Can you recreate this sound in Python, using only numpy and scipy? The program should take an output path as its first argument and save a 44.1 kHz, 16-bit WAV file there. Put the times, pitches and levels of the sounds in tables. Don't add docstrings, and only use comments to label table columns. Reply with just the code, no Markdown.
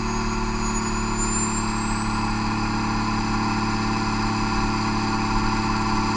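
import sys
import numpy as np
from scipy import signal
from scipy.fft import rfft, irfft
from scipy.io import wavfile
from scipy.ndimage import uniform_filter1d

SR = 44100
rng = np.random.default_rng(int(sys.argv[2]) if len(sys.argv) > 2 else 0)


def materialize(psi):
    bounded = np.clip(np.atleast_2d(psi).T, -1, 1)
    quanta = np.round(bounded * 32767).astype(np.int16)
    wavfile.write(sys.argv[1], SR, quanta)


N = 271656
TIME = np.arange(N) / SR
BINS = np.fft.rfftfreq(N, 1 / SR)


def gain_of(db):
    return 10 ** (np.asarray(db) / 20)


def unit_rms(x):
    return x / np.sqrt(np.mean(x ** 2) + 1e-20)


def coloured(x, points):
    hz, db = np.transpose(points)
    return irfft(rfft(x) * gain_of(np.interp(np.log(BINS + 1), np.log(hz), db)), N)


def wander(rate_hz):
    return unit_rms(irfft(rfft(rng.standard_normal(N)) * np.exp(-(BINS / rate_hz) ** 2), N))


def swelling(steady, rows):
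    power = sum(gain_of(db) ** 2 * np.exp(-2 * (2 * (TIME - s) / length) ** 2) for s, length, db in rows)
    return np.sqrt(steady ** 2 + power)


def resonance(hz, centre_hz, width_hz):
    return 1 / (1 + (2 * (hz - centre_hz) / width_hz) ** 2)


def mode_response(modes):
    return np.sqrt(sum((gain_of(db) * resonance(BINS, hz, width)) ** 2 for hz, width, db in modes))


def ring(x, t60):
    t = np.arange(SR // 2) / SR
    spectrum = rfft(rng.standard_normal(len(t)) * gain_of(-60 * t / t60))
    tail = irfft(spectrum / np.sqrt(uniform_filter1d(abs(spectrum) ** 2, size=50)), len(t))
    return signal.fftconvolve(x, tail / np.linalg.norm(tail))[:N]


def buffet(steady_db=-34.5):
    # f/Hz, relative level/dB
    colour = [(5, -28), (14, -12.5), (22, 0), (32, -1.5), (45, -11), (70, -25), (110, -29), (250, -52),
              (600, -91.5)]
    # t/s, length/s, level/dB
    gusts = [(4.58, 0.22, -27.5), (5.42, 0.2, -24.5), (5.97, 0.076, -23.5)]
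    air = unit_rms(coloured(rng.standard_normal(N), colour))
    envelope = np.sqrt(uniform_filter1d(air ** 2, size=SR // 5))
    return swelling(gain_of(steady_db), gusts) * air / envelope


def turbo(turns, load, unloaded_hz=6646, climb_hz=3482, ripple_hz=12, drift_hz=9):
    # t/s, length/s, level/dB
    whistle_swells = [(0.14, 0.16, -40.5), (0.32, 0.11, -43), (0.672, 0.095, -32.5), (0.769, .055, -30.5),
                      (0.872, .07, -34.5), (1.0, 0.13, -37), (1.22, 0.072, -26), (1.381, 0.21, -26.5),
                      (1.565, 0.15, -31.5), (1.91, 0.41, -40.5), (2.28, .12, -53)]
    # t/s, length/s, level/dB
    whine_swells = [(3.75, 1.1, -53.5)]
    hz = unloaded_hz + climb_hz * load + ripple_hz * np.sin(2 * np.pi * turns) + drift_hz * wander(29)
    phase = 2 * np.pi * np.cumsum(hz) / SR
    escape = gain_of(-42) * resonance(hz, centre_hz=7150, width_hz=1500) ** 2
    whistle = np.sin(phase) * swelling(escape, whistle_swells)
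    whine = np.sin(phase * 4 / 7) * swelling(gain_of(-61) * load ** 2, whine_swells)
    flutter_depth = np.interp(hz, [7100, 7600], [.1, .35])
    tones = np.sqrt(2) * (whistle + whine) * (1 + flutter_depth * wander(51))
    return tones + gain_of(-15) * ring(tones, t60=.35)


def panels(turns, load, force, throb_db=1.0, waver=0.087, level_db=-1):
    # f/Hz, width/Hz, relative level/dB
    modes = [(435.9, 9.5, -44.5), (788.7, 16.6, -35), (830, 7.9, -36.5), (892, 5.6, -34.5), (900, 34, -42),
             (973, 8.9, -45), (1004.4, 26, -35), (1017, 6.4, -47.5), (1043, 14, -38.5), (1103, 73, -47.5),
             (1125, 8, -38), (1136, 19, -38), (1338, 8.3, -44.5), (1402, 98, -49)]
    response = mode_response(modes)
    whole = np.arange(12, 41)
    singing = np.zeros(N)
    for orders, unloaded_db in (whole, -3.5), (whole + .5, -15.5):
        push = np.sqrt(2) * sum(np.cos(2 * np.pi * (order * turns + rng.random())) for order in orders)
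        singing += irfft(rfft(push) * response, N) * gain_of(unloaded_db * (1 - load))
    return singing * (1 + waver * wander(12)) * gain_of(level_db + throb_db * force)


def clatter(turns, decay_cycles=.012, scatter_db=3, flutter_db=0.6, count=18):
    envelope = np.ones(N)
    for offset in (np.arange(count) + rng.random(count)) / count:
        cycle = turns / 2 + offset
        strength = gain_of(scatter_db * rng.uniform(-0.88, 1, size=200))
        envelope += strength[cycle.astype(int)] * np.exp(-(cycle % 1) / decay_cycles)
    return unit_rms(envelope * gain_of(flutter_db * wander(31)) * rng.standard_normal(N))


def hard_knocks(hz=1020, rise_s=0.0022, t60=0.082):
    # t/s, peak level/dB
    hits = [(3.079, -22), (5.699, -25)]
    blows = np.zeros(N)
    for s, db in hits:
        blows[round(s * SR)] = gain_of(db)
    t = np.arange(SR // 8) / SR
    mode = np.sin(2 * np.pi * hz * t) * (1 - np.exp(-t / rise_s)) * gain_of(-60 * t / t60)
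    return signal.fftconvolve(blows, mode / abs(mode).max())[:N]


def knock(turns, scatter_db=0.5, jitter_s=.00011, t60=0.14):
    cylinders = [1.5, -1.5, 0, -3, 3, -2]
    # f/Hz, level/dB
    colour = [(380, -15), (560, 4), (850, -1), (1150, -2.5), (2500, 0), (4500, -4.5), (7500, -4.5)]
    firings = np.flatnonzero(np.diff(np.floor(3 * turns)))
    strength, delay = rng.standard_normal((N, 2))[:len(firings)].T
    firings = np.clip(firings + np.round(delay * jitter_s * SR).astype(int), 0, N - 1)
    out = np.zeros(N)
    for k, db in enumerate(cylinders):
        own = slice(k, None, len(cylinders))
        blows = np.zeros(N)
        blows[firings[own]] = gain_of(db + scatter_db * strength[own])
        out += ring(blows, t60)
    return coloured(unit_rms(out), colour)


def block(x, load, unloaded_lift_db=1.5, band_hz=1000, band_width_hz=350):
    # f/Hz, width/Hz, relative level/dB
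    modes = [(120, 394, -16.5), (289, 140, -12), (922, 165, -8), (1009, 54, -5.5), (1133, 74, -9.5),
             (1167, 170, -12.5), (1395, 124, -8), (1627, 45, -12), (1776, 158, -14.5), (2076, 255, -17.5),
             (2330, 147, -17.5), (2480, 66, -12.5), (2593, 168, -13.5), (2936, 330, -28.5),
             (3287, 205, -25.5), (3510, 119, -30.5), (3793, 170, -26), (4083, 230, -19.5),
             (4224, 91, -17.5), (4550, 120, -21.5), (4562, 213, -15.5), (4808, 133, -12.5),
             (5038, 300, -18), (5600, 220, -37.5), (5942, 186, -19), (6260, 253, -28), (6855, 270, -25.5),
             (7190, 310, -23), (7600, 650, -34.5)]
    spectrum = rfft(x) * mode_response(modes)
    knock_band = irfft(spectrum * np.exp(-((BINS - band_hz) / band_width_hz) ** 2), N)
    return unit_rms(irfft(spectrum, N) + knock_band * (gain_of(unloaded_lift_db * (1 - load)) - 1))


def drone(turns, load, force, waver=.035, waver_per_order=0.0033, throb_db_per_order=0.0536):
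    # cycles per revolution, unloaded level/dB, level/dB from half load on
    orders = [(1, -30.5, -37), (2, -49, -55), (3, -35, -32), (4, -49, -46), (4.5, -62, -47), (5, -39, -41),
              (5.5, -54, -49), (6, -31, -29), (6.5, -49, -53), (7, -48, -47), (7.5, -61, -47),
              (8, -47, -37), (9, -40, -36), (9.5, -51, -49), (10, -36, -38), (11, -61, -51), (13, -61, -49),
              (19, -49, -49), (24, -42, -56), (30, -45, -58)]
    crank_hz = np.gradient(turns) * SR
    crank_angle = 2 * np.pi * turns + 0.0072 * wander(35)
    out = np.zeros(N)
    for order, *levels in orders:
        phase = np.pi * (1 + rng.uniform(-1, 1) * (.45 if order % 3 == 0 else 1))
        unsteady = 1 + (waver + waver_per_order * order) * (wander(7.5) + 1j * wander(17))
        tone = (unsteady * np.exp(1j * (order * crank_angle + phase))).real
        db = np.interp(load, [0, .5], levels) + throb_db_per_order * order * force
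        dip_db = -8.5 * resonance(order * crank_hz, centre_hz=360.8, width_hz=2.1)
        out += np.sqrt(2) * gain_of(db + dip_db) * tone
    return out


def scene(load_rise_s=3.275, metal_db=-31, metal_rise_db=1.82, clatter_db=-2.0, clatter_rise_db=2.5):
    # t/s, speed/rpm
    speed = [(0, 2219), (0.3, 2204), (1.2, 2185), (2, 2164), (3, 2164), (3.9, 2148), (5.2, 2145),
             (6.16, 2137)]
    rpm = np.interp(TIME, *np.transpose(speed))
    turns = np.cumsum(rpm) / 60 / SR
    load = 1 - np.exp(-(TIME / load_rise_s) ** 2)
    force = .9 * wander(20) + .8 * np.cos(np.pi * turns)
    tones = drone(turns, load, force) + panels(turns, load, force) + turbo(turns, load)
    rattle = gain_of(clatter_db + clatter_rise_db * load) * clatter(turns)
    metal = gain_of(metal_db + metal_rise_db * load) * block(knock(turns) + rattle, load)
    return (tones + metal + hard_knocks() + buffet())[None]


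def record(dry, sampling_hz=16000, cutoff_hz=10000):
    # f/Hz, level/dB
    roll_off = [(7200, 0), (8000, -3), (8800, -12), (9200, -18.5), (9400, -24.5), (9600, -31)]
    mirrored = dry[0] * (1 + 2 * np.cos(2 * np.pi * sampling_hz * TIME))
    low_pass = signal.firwin(511, cutoff_hz, window=("kaiser", 9), fs=SR)
    return signal.oaconvolve(coloured(mirrored, roll_off), low_pass, "same")[None]


dry = scene()
out = record(dry)
materialize(out)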